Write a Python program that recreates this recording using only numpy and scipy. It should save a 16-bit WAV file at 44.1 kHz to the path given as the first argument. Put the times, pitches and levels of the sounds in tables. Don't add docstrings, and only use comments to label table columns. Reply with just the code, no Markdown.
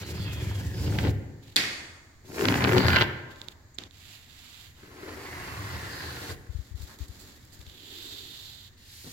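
import sys
import numpy as np
from scipy import signal
from scipy.fft import rfft, irfft, next_fast_len
from scipy.io import wavfile

SR = 44100
rng = np.random.default_rng(int(sys.argv[2]) if len(sys.argv) > 2 else 0)


def generate_wav(sig):
    pcm = np.round(np.clip(np.atleast_2d(sig).T, -1, 1) * 32767).astype(np.int16)
    wavfile.write(sys.argv[1], SR, pcm)


N = 402191
T = np.arange(N) / SR

# time_s, pressure_db
SEALANT_PRESSURE = [(0, -1), (0.2, 0), (0.58, 1), (0.7, -1), (0.79, 0.5), (0.95, 4), (1.075, 5.5),
                    (1.105, 1)]
PLASTER_PRESSURE = [(2.25, -26), (2.31, -16.5), (2.37, -5.5), (2.41, -1.5), (2.54, 0.5), (2.6, 0),
                    (2.66, 1), (2.79, -0.5), (2.83, -1.5), (2.93, -1), (2.97, -1), (3.0, -3.5), (3.02, -1),
                    (3.035, -4.5)]
WIPE_PRESSURE = [(4.78, -14.5), (4.99, -7), (5.04, -2.5), (5.32, 0.5), (5.7, 0), (6.2, -2.5), (6.32, -0.5),
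                 (6.345, -13)]
DAB_PRESSURE = [(8.78, -11), (8.87, -6.5), (8.94, -2.5), (9.12, -1)]
# level_db, db_per_pressure_db, climb_db
SEALANT_BANDS = [(-35, 0.37, 10), (-46, 1.7, 8.5), (-53.5, 2.3, -6.5), (-55, 1.74, 0), (-55, 0.17, 1.5)]
PLASTER_BANDS = [(-30.5, 0.97, -3), (-33, 0.94, 0.5), (-34.5, 1.18, 6), (-49.5, 1.4, 34), (-45.5, 0.89, -3)]
WIPE_BANDS = [(-46, 2.3, 11), (-49, 0.83, 7), (-46, 1.08, 0.5), (-52.5, 0.8, 8.5), (-55, 0.74, 10)]
DAB_BANDS = [(-86, 1.3, 12), (-91, 1.1, 12), (-67.5, 1.4, 4.6), (-56, 0.68, 1.4), (-52.5, 1.5, 1)]
BAND_EDGES_HZ = (45, 220, 650, 2800, 5500, 17000)
# freq_hz, level_db
SEALANT_SPECTRUM = [(21, -71), (35, -39), (66, -2), (93, 2), (176, -7.5), (222, -15.5), (379, -19),
                    (684, -25), (979, -16.5), (1140, -23.5), (1550, -18.5), (3350, -28), (10600, -49.5),
                    (12100, -49), (16000, -48.5)]
PLASTER_SPECTRUM = [(21, -71), (35, -22), (82, 3), (108, 7.5), (210, 0), (258, 3), (334, -4.5), (370, -3.5),
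                    (684, -13.5), (930, -11.5), (1200, -21.5), (1590, -21), (4220, -36.5), (8010, -52.5),
                    (10000, -55), (13000, -53.5), (16000, -57)]
GRIT_SPECTRUM = [(1000, -9), (4500, -9), (7000, 0.5), (9000, -13), (12000, 5), (16000, 8.5)]
# start_s, length_s, pitch_hz, width_hz, level_db, sink_oct_per_s
SQUEAKS = [(0, 0.13, 4250, 690, -54.5, 0.48), (0.17, 0.17, 3530, 320, -52.5, 0.9),
           (0.3, 0.16, 3520, 340, -53.5, 0.85), (0.47, 0.14, 3250, 300, -54.5, 0.13),
           (0.14, 0.16, 4740, 850, -53.5, 0.88), (0.22, 0.16, 2740, 260, -53, 0.8),
           (0.37, 0.14, 2385, 380, -55, 0.65), (0.62, 0.14, 1900, 230, -55, 1.0),
           (0.73, 0.19, 5200, 1000, -54.5, 0.73), (2.762, 0.088, 4630, 800, -40.5, 1.5),
           (2.85, 0.14, 4820, 650, -42, 1.4), (2.84, 0.18, 1600, 300, -34, 0.39),
           (2.95, 0.058, 2890, 340, -31, 0.093), (3.741, 0.016, 7200, 1080, -59.5, 0),
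           (5.02, 0.2, 1750, 650, -57.5, 0.255), (5.25, 0.35, 1947, 600, -50.5, 0.2),
           (5.47, 0.27, 1200, 130, -51, 0.57), (5.42, 0.2, 2660, 394, -55.5, 0.44),
           (5.6, 0.66, 2056, 400, -49, 0.64), (5.88, 0.26, 4800, 800, -51.5, 0.82),
           (6.19, 0.14, 4770, 754, -62, 0.4)]
# start_s, length_s, pitch_hz, width_hz, relative_db
BOOMS = [(0, 0.2, 394, 90, -47), (0.789, 0.29, 375.6, 70, -56), (0.9, 0.22, 783, 260, -45),
         (2.316, 0.073, 387, 129, -39.5), (2.391, 0.07, 387.3, 100, -26.5), (2.44, 0.1, 275.6, 61, -26.5),
         (2.46, 0.09, 359, 90, -32.5), (2.68, 0.13, 507.4, 110, -31), (2.659, 0.15, 385.6, 91, -27),
         (2.68, 0.089, 131.3, 40.3, -21), (2.76, 0.054, 234, 70.5, -25), (2.765, 0.041, 150.4, 60, -20.5),
         (2.844, 0.113, 102.2, 26, -21.5), (3.001, 0.044, 386, 60, -35), (3.01, 0.025, 102.4, 30.2, -22.5),
         (5.006, 0.24, 385, 170, -45.5), (5.5, 0.27, 93.6, 36, -42), (6.287, 0.052, 400, 200, -45.5)]
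# start_s, length_s, level_db
GRIT = [(0.05, 0.65, -66), (0.68, 0.48, -60), (2.39, 0.22, -59), (2.64, 0.24, -51), (2.85, 0.19, -46)]
# start_s, peak_db
THUDS = [(0.129, -31), (0.194, -27), (0.245, -30), (0.42, -26.5), (0.46, -32), (0.516, -29.5), (0.654, -27),
         (0.745, -27), (0.835, -28.5), (0.9, -18), (0.965, -28), (1.063, -19)]
# pitch_hz, t60_s, relative_db
THUD_MODES = [(76.5, 0.18, -7), (100.9, 0.3, 0.5), (146, 0.12, 0.5), (180, 0.1, -4), (270, 0.064, -11.5),
              (365, 0.041, -8), (519, 0.07, -13.5)]
TRIM_MODES = [(943, 0.11, -28), (1058, 0.057, -30.5), (1428, 0.066, -27), (1569, 0.049, -22),
              (1778, 0.051, -21), (2030, 0.025, -18.5), (2390, 0.037, -26), (2970, 0.04, -28),
              (3390, 0.0254, -27), (4060, 0.022, -21), (4370, 0.018, -32), (4660, 0.015, -28)]
# start_s, level_db, lowpass_hz
CATCHES = [(0.511, -21, 1100), (0.806, -28, 1090), (0.923, -22, 1700), (0.986, -12.5, 6000),
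           (0.997, -27, 3000), (1.05, -21, 3500), (1.07, -20.5, 4000), (1.094, -25, 3500),
           (2.319, -30, 2500), (2.3536, -36, 2600), (2.382, -16, 2580), (2.3924, -14, 2500),
           (2.4092, -11.5, 2680), (2.4175, -24, 2600), (2.4315, -22, 2700), (2.4413, -19, 4000),
           (2.4533, -7, 7000), (2.484, -3.5, 5400), (2.506, -15, 2600), (2.5229, -9.5, 2900),
           (2.5406, -8.5, 3830), (2.556, -10, 2810), (2.574, -16, 2600), (2.589, -18, 2600),
           (2.6052, -10, 2400), (2.6224, -10, 2600), (2.6405, -6, 6030), (2.647, -3.5, 2960),
           (2.6731, -8, 2400), (2.692, -6.5, 2400), (2.714, -9, 2470), (2.721, -7.5, 2490),
           (2.732, -7, 2450), (2.752, -23, 2400), (2.773, -14, 5000), (2.7805, -6, 7000), (2.8, -24, 5000),
           (2.8178, -18, 5500), (2.8457, -26, 4560), (2.8652, -15, 6000), (2.8827, -5, 5500),
           (2.9032, -8.5, 5000), (2.931, -9.5, 5000), (2.943, -14.5, 4700), (2.96, -5.5, 5330),
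           (2.966, -6, 6100), (2.985, -11.5, 5000), (3.002, -14, 4000), (3.0098, -6, 5000),
           (3.015, -4, 4520), (3.021, -4.5, 4530)]
# freq_hz, level_db
CATCH_SPECTRUM = [(25, -33), (100, -1), (350, 4.5), (700, 1), (1600, 0), (3000, 1), (4600, -4), (6000, -11),
                  (9000, -23), (16000, -13)]
# time_s, gain_db
TRIM_RING = [(1.0, -2), (2.4, -7), (2.8, -6), (2.95, 4.5), (3.02, -3.5)]

# start_s, length_s, level_db
HANDLING_BRUSHES = [(1.42, 0.16, -62.5), (2.25, 0.024, -60.5), (3.28, 0.16, -58.5), (3.41, 0.13, -58.5)]
SCUFFS = [(3.745, 0.013, -67), (3.782, 0.027, -46.5), (3.79, 0.09, -51.5)]
# freq_hz, level_db
RUSTLE_SPECTRUM = [(240, -50), (400, -20.5), (512, -23), (645, -8), (979, -8.5), (1560, -6), (3640, 2),
                   (5430, -8), (7280, -8), (8630, -16), (12100, -15), (16000, -15)]
SCUFF_SPECTRUM = [(80, -16.5), (180, -3), (340, -0.5), (440, -8.5), (750, -13), (1000, -14.5),
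                  (2000, -14.5), (2650, -14.5), (3500, -13), (4500, -19), (7200, -24), (9000, -36),
                  (15000, -40)]
TICK_SPECTRUM = [(25, -10), (100, 7.5), (300, 4), (450, -4), (1200, -8), (2500, -2.5), (3150, -5),
                 (3600, 2.5), (4200, -2.5), (5400, -7), (7200, -7), (9000, -18.5), (15000, -25)]
# start_s, level_db
KNOCKS = [(1.5603, -10), (1.5641, -4)]
# freq_hz, level_db
CRACK_SPECTRUM = [(25, -47), (100, -38), (300, 0.5), (780, -19), (1740, -12.5), (2800, -19.5), (3500, 4),
                  (4950, -1.5), (5650, -15), (7400, -7), (8200, -10), (12400, -21), (16000, -29)]
CLACK_SPECTRUM = [(59, -17), (100, -6), (219, -6), (322, -2.5), (471, -7.5), (721, -6.5), (818, -8),
                  (1310, -3.5), (1800, 1), (2470, 0), (4770, 2), (9500, -17.5), (12200, -21.5),
                  (16000, -33)]
# delay_s, gain_db
SLAPS = [(0.0122, -24), (0.0155, -16.5), (0.0212, -13), (0.0345, -16), (0.0383, -18)]
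# pitch_hz, width_hz, gain_db
STICK_MODES = [(944, 20, 13.5), (1600, 160, 3.5), (2000, 420, 9), (2690, 100, 0.5), (3380, 76, 7),
               (3950, 350, -0.5)]
CLACK_MODES = [(1865, 83, 3.5), (2150, 63, 5), (2510, 71, 7), (3370, 54, 5.5), (3520, 60, 5), (3810, 50, 7),
               (4300, 70, 5), (4580, 73, 6.5)]
TICK_MODES = [(3530, 610, 9.1), (4000, 290, 4.6)]
# start_s, level_db, left_minus_right_db
TICKS = [(3.359, -41, 1), (3.415, -26, -18), (3.4841, -23.5, -21), (3.785, -19, -20), (3.8361, -29, -15),
         (3.909, -38.5, -16), (6.988, -41, -11), (7.6136, -36.5, -6), (7.665, -35, 4), (7.6968, -35, -6)]

# start_s, length_s, level_db
RUSTLES = [(3.91, 0.36, -57.5), (4.05, 0.12, -64), (4.26, 0.46, -55.5), (4.53, 0.16, -73),
           (4.74, 0.14, -65)]
PATS = [(4.828, 0.018, -46.5), (4.876, 0.031, -53), (5.012, 0.04, -48), (6.29, 0.045, -44),
        (9.04, 0.061, -47.5)]
FLAPS = [(6.36, 0.21, -71), (6.5, 0.24, -61), (6.75, 0.14, -55), (6.87, 0.098, -56), (6.985, 0.082, -53.5),
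         (7.07, 0.31, -55.5), (7.36, 0.21, -63), (7.52, 0.12, -60.5), (7.6, 0.16, -61.5)]
BRUSHES = [(6.466, 0.008, -57), (6.87, 0.075, -60)]
CRINKLES = [(6.77, 0.012, -63), (6.81, 0.038, -54.5), (6.986, 0.0053, -54), (7.004, 0.025, -60),
            (7.079, 0.011, -55), (7.19, 0.049, -56), (7.272, 0.007, -58), (7.448, 0.006, -55),
            (7.522, 0.033, -55), (7.59, 0.0071, -57)]
# freq_hz, level_db
WIPE_SPECTRUM = [(21, -46), (35, -18), (93, 8), (222, -9.5), (252, -7), (379, -5), (602, -10), (1090, -6.5),
                 (1200, -10.5), (1770, -9.5), (3180, -24), (4560, -28), (8010, -38.5), (12100, -41),
                 (16000, -43)]
FLAP_SPECTRUM = [(140, 0), (230, -0.5), (265, 3), (520, -7.5), (1180, -10.5), (1710, -9), (2570, -12.5),
                 (3730, -6.5), (5520, -12), (7330, -13), (8910, -21), (11800, -19), (16000, -22)]
BRUSH_SPECTRUM = [(200, -7), (700, -5), (1600, 2), (2400, -7), (5000, -26), (16000, -35)]
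CRINKLE_SPECTRUM = [(1000, -25), (3000, -14), (4300, 4.5), (5600, -7), (7200, 1), (9500, -7), (12000, -9),
                    (16000, 0)]
# start_s, relative_db
PUFFS = [(6.323, -40), (6.393, -48), (6.491, -29.5), (6.547, -25.5), (6.586, -27.5), (6.709, -35),
         (6.741, -29), (6.797, -34.5), (6.826, -33), (7.003, -29.5), (7.018, -36), (7.091, -36),
         (7.589, -41), (7.666, -42)]

# time_s, relative_db
SLEEVE_SPEED = [(7.66, -61.5), (7.7, -57), (7.98, -46.5), (8.13, -45.5), (8.23, -49), (8.34, -48),
                (8.46, -48), (8.684, -56), (8.712, -78.5), (8.74, -68)]
# freq_hz, level_db
SLEEVE_SPECTRUM = [(320, -43), (550, -14), (828, -11.5), (953, -12), (1180, -14), (1960, -10.5),
                   (2320, -14), (3590, -5.5), (4830, -11.5), (5330, -15.5), (7260, -12), (8130, -16),
                   (9770, -21), (12200, -14.5), (16000, -15.5)]
# time_s, pitch_hz
SLEEVE_RESONANCE = [(7.7, 3180), (7.95, 3300), (8.12, 4000), (8.28, 3520), (8.45, 3930), (8.7, 3700)]
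# start_s, length_s, level_db
BUZZES = [(7.68, 0.75, -59), (7.84, 0.39, -70)]

# pitch_hz, width_hz, gain_db
WALL_MODES = [(96, 5.6, 1), (258, 11, 2), (363, 21, 3.5), (500, 5.5, 0), (536, 55, 0), (990, 41, -2.5),
              (1037, 20, 4.5), (1380, 80, 2)]
PORT_MODES = [(4540, 730, 2), (7040, 470, 3.5), (12060, 950, 6)]
# freq_hz, t60_s
ROOM_T60 = [(80, 0.64), (250, 1.0), (1000, 1.3), (2000, 0.83), (4000, 0.68), (8000, 1), (15000, 0.5)]
# delay_s, gain_db
ECHOES = [(0.011, -18.5), (.0152, -46), (.0228, -28)]
# freq_hz, level_db
REVERB_SPECTRUM = [(60, 4.5), (300, 1.5), (1000, -6), (2100, -2), (4000, -10.5), (8000, -7.5),
                   (15000, -3.5)]
RUMBLE_SPECTRUM = [(15, -2.5), (25, -10.5), (92, 6), (185, -10.5), (256, -9.5), (575, -23), (1330, -26),
                   (1840, -18), (2760, -34), (4370, -27), (5570, -32), (6920, -28), (9840, -45.5),
                   (12200, -40.5), (16000, -37)]
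# freq_hz, power_share
DIRECT_SHARE = [(1500, 0.55), (3500, 0.35), (8000, 0.12)]
# freq_hz, side_gain_db
STEREO_WIDTH = [(40, -9), (120, -17), (300, -10), (650, -4.5), (1300, -1), (3000, 0), (16000, 0.5)]
# freq_hz, left_minus_right_db
STEREO_LEAN = [(60, -1.8), (110, 1.5), (230, -1.5), (500, 2.5), (700, 2), (1000, 1.6), (1300, 0.5),
               (1650, 1), (2050, 0.5), (2850, -2), (4300, -2.5), (5300, -2.5), (6300, 3), (7400, -7),
               (8800, 0.5), (11500, -2), (15000, 5.5)]


def amp(db):
    return 10 ** (np.asarray(db) / 20)


def unit(x):
    return x / np.sqrt(np.mean(x[0] ** 2) + 1e-20)


def at_hz(points, hz):
    freq_hz, value = np.transpose(points)
    return np.interp(np.log(np.maximum(hz, 1)), np.log(freq_hz), value)


def follow(curve, edge_s=0.01595):
    time_s, values = np.transpose(curve)
    corners_s = [time_s[0] - edge_s, time_s[0], time_s[-1], time_s[-1] + edge_s]
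    span = (T > corners_s[0]) & (T < corners_s[-1])
    return span, np.interp(T[span], corners_s, [0, 1, 1, 0]), np.interp(T[span], time_s, values)


def place(x, span):
    out = np.zeros((2, N))
    out[:, span] = x
    return out


def add_at(out, start_s, x):
    start = round(start_s * SR)
    out[..., start:start + x.shape[-1]] += x


def pan(x, lean_db):
    return x + x[::-1] * (amp(lean_db) - 1) / (amp(lean_db) + 1)


def colour(x, spectrum):
    length = x.shape[-1]
    size = 2 * next_fast_len(length // 2 + 4096)
    freq_hz = np.arange(size // 2 + 1) * SR / size
    cepstrum = irfft(np.log(amp(at_hz(spectrum, freq_hz))))
    cepstrum[1:size // 2] *= 2
    cepstrum[size // 2 + 1:] = 0
    return irfft(rfft(x, size) * np.exp(rfft(cepstrum)))[..., :length]


def band(x, low_hz, high_hz, order=3):
    return signal.sosfilt(signal.butter(order, [low_hz, high_hz], "band", fs=SR, output="sos"), x)


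def lowpass(x, edge_hz):
    return signal.sosfilt(signal.butter(3, edge_hz, fs=SR, output="sos"), x)


def resonate(x, modes):
    for hz, width_hz, db in modes:
        x = x + (amp(db) - 1) * signal.lfilter(*signal.iirpeak(hz, hz / width_hz, fs=SR), x + 1e-18)
    return x


def moving_peak(x, hz, width_hz, block=256):
    out, state = np.zeros_like(x), np.zeros((2, 2))
    for i in range(0, len(hz), block):
        b, a = signal.iirpeak(hz[i], hz[i] / width_hz, fs=SR)
        out[:, i:i + block], state = signal.lfilter(b, a, x[:, i:i + block], zi=state)
    return out


def drift(per_s):
    knots = rng.standard_normal(8192)
    return np.interp(T * per_s, np.arange(len(knots)), knots)


def swells(rows):
    gain = np.zeros(N)
    for start_s, length_s, db in rows:
        span = slice(*np.searchsorted(T, [start_s, start_s + length_s]))
        gain[span] += amp(db) * np.sin(np.pi * (T[span] - start_s) / length_s).clip(0) ** 0.4
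    return gain


def friction(slips_per_s, spread_db, hiss_gain, flutter_db):
    slips = (rng.random(N) < slips_per_s / SR) * amp(spread_db * np.minimum(rng.exponential(1, N), 3.5))
    slips = unit(slips * rng.choice([-1, 1], (2, N)))
    return (slips + hiss_gain * rng.standard_normal((2, N))) * amp(flutter_db * drift(90))


def rustle(rows, spectrum, grains):
    gain = swells(rows)
    span = gain > 0
    return place(gain[span] * unit(colour(grains[:, span], spectrum)), span)


def crumble(click, longest_s, share):
    for lag in rng.uniform(0.15, 1, 3) * longest_s * SR:
        a = np.r_[1, np.zeros(int(lag)), share]
        click = signal.lfilter(a[::-1], a, click)
    return click


def impact(click, longest_s, share):
    return np.array([crumble(click, longest_s, share) for _ in range(2)]) / np.abs(click).max()


def blows(rows, spectrum, crumble_s, share):
    out, click = np.zeros((2, N)), colour(signal.unit_impulse(2048), spectrum)
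    for start_s, db in rows:
        add_at(out, start_s, amp(db) * impact(click, crumble_s, share))
    return out


def floor_echo(x, delay_s, gain):
    n = np.arange(x.shape[-1])
    late = n - SR * np.linspace(*delay_s, len(n))
    return x + gain * np.array([np.interp(late, n, channel) for channel in x])


def stroke(pressure, bands, spectrum, slips, rasp_hz, scratch_hz, lift_db, foot_s, foot_width_s, foot_db,
           flutter_db=0, echo_s=(0, 0), echo_gain=0):
    span, gate, pressure_db = follow(pressure)
    t = T[span]
    height = np.linspace(0, 1, len(t))
    shaken = colour(slips[:, span], spectrum)
    rasp = moving_peak(shaken, np.interp(height, [0, 1], rasp_hz), width_hz=760)
    scratch = moving_peak(shaken, np.interp(height ** 2, [0, 1], scratch_hz), width_hz=1200)
    lift = amp(np.interp(height, [0, 1], lift_db)) - 1
    hollow_db = foot_db * np.exp(-((t - foot_s) / foot_width_s) ** 2)
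    groan_hz = np.interp(t, [foot_s - foot_width_s / 2, foot_s + 0.72 * foot_width_s], [372, 290])
    groan = amp(hollow_db - 7) * moving_peak(shaken, groan_hz, width_hz=61)
    shaken = shaken + lift * (rasp + scratch) + groan
    combed = floor_echo(shaken, echo_s, echo_gain)
    hiss = floor_echo(colour(rng.standard_normal((2, N))[:, span], spectrum), echo_s, echo_gain)
    drum_drive_db = np.interp(t - 0.046, t, pressure_db)
    drives_db = [drum_drive_db] + [pressure_db] * 4
    levels_db = [db + slope * drive_db + climb_db * (height - 0.5)
                 for (db, slope, climb_db), drive_db in zip(bands, drives_db)]
    levels_db[1] += hollow_db
    levels_db[4] += flutter_db * drift(45)[span]
    parts = zip([shaken, shaken, combed, combed, hiss], BAND_EDGES_HZ, BAND_EDGES_HZ[1:], levels_db)
    return place(gate * sum(amp(db) * unit(band(x, low, high)) for x, low, high, db in parts), span)


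def stick_strokes():
    sealant = stroke(SEALANT_PRESSURE, SEALANT_BANDS, SEALANT_SPECTRUM, friction(2600, 4.2, 0.75, 2.1),
                     rasp_hz=(2450, 1650), scratch_hz=(3400, 3100), lift_db=(4, 0),
                     foot_s=0.08, foot_width_s=0.1, foot_db=4,
                     flutter_db=3.5, echo_s=(0.00135, 0.0022), echo_gain=0.11)
    plaster = stroke(PLASTER_PRESSURE, PLASTER_BANDS, PLASTER_SPECTRUM, friction(600, 3.3, 0.14, 2.6),
                     rasp_hz=(2550, 1560), scratch_hz=(4450, 3000), lift_db=(11, 8),
                     foot_s=2.46, foot_width_s=0.06, foot_db=5,
                     flutter_db=3.0, echo_s=(0.0014, 0.0032), echo_gain=0.076)
    return sealant + plaster


def rubbed_modes(rows):
    out = np.zeros((2, N))
    for start_s, length_s, hz, width_hz, db, sink_oct_per_s in rows:
        gain = swells([(start_s, length_s, db)])
        span = np.flatnonzero(gain)
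        pitch_hz = hz * 2 ** (-sink_oct_per_s * (T[span] - start_s))
        noise = lowpass(rng.standard_normal((2, 2, len(span) + 8192)), width_hz / 2)
        shaking = (noise[0] + 1j * noise[1])[:, -len(span):] / noise.std()
        out[:, span] += gain[span] * np.real(shaking * np.exp(2j * np.pi * np.cumsum(pitch_hz) / SR))
    return out


def squeaks_and_booms():
    return rubbed_modes(SQUEAKS) + amp(-3) * rubbed_modes([(*row, 0) for row in BOOMS])


def grit():
    return rustle(GRIT, GRIT_SPECTRUM, friction(700, 2.5, 0.15, 2.3))


def thuds(vary_db=2.5):
    t, out = T[:16384], np.zeros((2, N))
    tones = np.array([amp(db - 60 * t / t60_s) * np.sin(2 * np.pi * hz * t)
                      for hz, t60_s, db in THUD_MODES])
    signs = (-1) ** np.arange(len(tones))
    for start_s, db in THUDS:
        thud = signs * amp(vary_db * rng.standard_normal(len(tones))) @ tones
        add_at(out[0], start_s, amp(db) * thud / np.abs(thud).max())
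    return out


def catches(vary_db=2.5, slip_count=48, slips_per_s=80, slip_lowpass_hz=2450):
    slips_s = 2.42 + (np.arange(slip_count) + rng.uniform(-0.45, 0.4, slip_count)) / slips_per_s
    chatter = [(start_s, -18 - 0.5 * rng.standard_normal(), slip_lowpass_hz) for start_s in slips_s]
    t, out = T[:4096], np.zeros((2, N))
    click = colour(signal.unit_impulse(len(t)), CATCH_SPECTRUM)
    tones = np.array([amp(db - 60 * t / t60_s) * np.exp(2j * np.pi * hz * t)
                      for hz, t60_s, db in TRIM_MODES])
    for start_s, db, lowpass_hz in CATCHES + chatter:
        crack = impact(click, longest_s=0.0009, share=0.49)
        strengths = amp(vary_db * rng.standard_normal(len(tones))) * rng.choice([-1, 1], len(tones))
        ring = amp(np.interp(start_s, *np.transpose(TRIM_RING))) * strengths @ tones
        hit = amp(db) * (crack + np.array([ring.imag, ring.real]))
        add_at(out, start_s, lowpass(hit, lowpass_hz))
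    return out


def handling(room):
    grains = friction(1200, 0.92, 1.0, 3.4)
    glove = rustle(HANDLING_BRUSHES, RUSTLE_SPECTRUM, grains)
    scuff = rustle(SCUFFS, SCUFF_SPECTRUM, grains)
    return in_room(glove + ticks() + scuff, room, wet_db=-14.5)


def knock(room):
    crack = resonate(blows(KNOCKS, CRACK_SPECTRUM, crumble_s=0.0006, share=0.57), STICK_MODES)
    slaps = sum(amp(db) * np.roll(crack, round(delay_s * SR), axis=1) for delay_s, db in SLAPS)
    clack = resonate(blows(KNOCKS[-1:], CLACK_SPECTRUM, crumble_s=0.00031, share=0.15), CLACK_MODES)
    reverb = signal.fftconvolve(clack[:1], room, axes=1)[:, :N]
    return crack + band(slaps, 200, 8100, order=1) + amp(10.5) * reverb


def ticks():
    out = np.zeros((2, N))
    click = resonate(colour(signal.unit_impulse(2048), TICK_SPECTRUM), TICK_MODES)
    for start_s, db, lean_db in TICKS:
        snap = amp(db) * crumble(click, longest_s=0.0006, share=0.3) / np.abs(click).max()
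        add_at(out, start_s, pan(np.array([snap, np.zeros_like(snap)]), lean_db))
    return out


def loose_towel(room):
    fibres, creases = friction(1800, 0.8, 1.0, 0.89), friction(900, 1.1, 1.0, 1.0)
    held = pan(rustle(RUSTLES, RUSTLE_SPECTRUM, fibres), lean_db=-7)
    flap = pan(rustle(FLAPS, FLAP_SPECTRUM, creases), lean_db=-1)
    brush = pan(rustle(BRUSHES, BRUSH_SPECTRUM, creases), lean_db=-1)
    crinkles = pan(rustle(CRINKLES, CRINKLE_SPECTRUM, friction(2000, 1.8, 0.3, 1.0)), lean_db=-7)
    return in_room(held + flap + brush, room, wet_db=0) + in_room(crinkles, room, wet_db=-8)


def towel_strokes():
    fibres = friction(5000, 2.7, 0.77, 1.54)
    wipe = stroke(WIPE_PRESSURE, WIPE_BANDS, WIPE_SPECTRUM, fibres,
                  rasp_hz=(2330, 1580), scratch_hz=(4500, 3950), lift_db=(3, 6),
                  foot_s=5.05, foot_width_s=0.13, foot_db=5, echo_s=(0.0014, 0.0025), echo_gain=0.066)
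    dab = stroke(DAB_PRESSURE, DAB_BANDS, WIPE_SPECTRUM, fibres,
                 rasp_hz=(1800, 1750), scratch_hz=(4100, 4000), lift_db=(9, 9),
                 foot_s=9.07, foot_width_s=0.04, foot_db=8)
    return wipe + dab + rustle(PATS, PLASTER_SPECTRUM, fibres)


def puffs(left_db=4.5, right_db=-13):
    t, out = T[:4096], np.zeros(N)
    swing = band(t * np.exp(-t / 0.0016), 54, 99, order=2)
    for start_s, db in PUFFS:
        add_at(out, start_s, amp(db) * swing / np.abs(swing).max())
    return out * amp([[left_db], [right_db]])


def sleeve(room, weave_hz=363, hz_per_db=4.5, sag_hz_per_s=48):
    span, gate, speed_db = follow(SLEEVE_SPEED)
    t = T[span]
    cloth = colour(friction(5000, 2.5, 1.0, 0.93)[:, span], SLEEVE_SPECTRUM)
    resonance = moving_peak(cloth, np.interp(t, *np.transpose(SLEEVE_RESONANCE)), width_hz=1400)
    hiss = amp(speed_db - 0.96) * unit(cloth + amp(8.5) * resonance)
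    threads = unit(band(rng.standard_normal((2, N))[:, span], 4.9, 92, order=2))
    pitch_hz = weave_hz + hz_per_db * (speed_db - speed_db.max()) - sag_hz_per_s * (t - t[0])
    buzz = swells(BUZZES)[span] * unit(threads * np.sin(2 * np.pi * np.cumsum(pitch_hz) / SR))
    return in_room(place(gate * (pan(hiss, lean_db=-4.5) + buzz), span), room, wet_db=-7)


def room_response():
    t = T[:int(1.2 * SR)]
    edges_hz = np.geomspace(35, 17000, num=13)
    onset = (1 + 0.5 * np.exp(-t / 0.012)) * np.clip((t - 0.004) / 0.0021, 0, 1)
    tail = np.zeros((2, len(t)))
    for low_hz, high_hz in zip(edges_hz, edges_hz[1:]):
        decay = onset * amp(-60 * t / at_hz(ROOM_T60, np.sqrt(low_hz * high_hz)))
        tail += band(rng.standard_normal(tail.shape), low_hz, high_hz) * decay / np.linalg.norm(decay)
    for delay_s, db in ECHOES:
        tail[:, round(delay_s * SR)] += amp(db) * np.array([1, rng.choice([-1, 1])])
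    return colour(tail, REVERB_SPECTRUM)


def in_room(x, room, wet_db):
    return x + amp(wet_db) * signal.oaconvolve(x[:1], room, axes=1)[:, :N]


def port_skew(x, lag_s=0.00085, wander_s=0.00028):
    mid, side = x
    lags_s = [lag_s + wander_s * drift(2), wander_s * drift(1.8)]
    skew = sum(np.interp(T - lag, T, mid) - np.interp(T + lag, T, mid) for lag in lags_s) / 2
    direct = colour(skew, [(hz, 10 * np.log10(share)) for hz, share in DIRECT_SHARE])
    scattered = colour(side, [(hz, 10 * np.log10(1 - share)) for hz, share in DIRECT_SHARE])
    return np.array([mid, direct + scattered])


def to_stereo(x):
    side = colour(x[1], STEREO_WIDTH)
    left = colour(x[0] + side, [(hz, db / 2) for hz, db in STEREO_LEAN])
    right = colour(x[0] - side, [(hz, -db / 2) for hz, db in STEREO_LEAN])
    return np.array([left, right])


def scene():
    room = room_response()
    contact = stick_strokes() + grit() + catches() + thuds() + towel_strokes() + squeaks_and_booms()
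    wall = in_room(resonate(port_skew(contact), WALL_MODES), room, wet_db=-5.5)
    rumble = amp(-55.85) * unit(colour(rng.standard_normal((2, N)), RUMBLE_SPECTRUM))
    mid_side = wall + knock(room) + loose_towel(room) + handling(room) + sleeve(room) + rumble
    return to_stereo(mid_side) + puffs()


def record(dry, cutoff_hz=15900):
    top_cut = signal.ellip(12, 0.1, 80, cutoff_hz, fs=SR, output="sos")
    return signal.sosfilt(top_cut, resonate(dry, PORT_MODES))


dry = scene()
out = record(dry)
generate_wav(out)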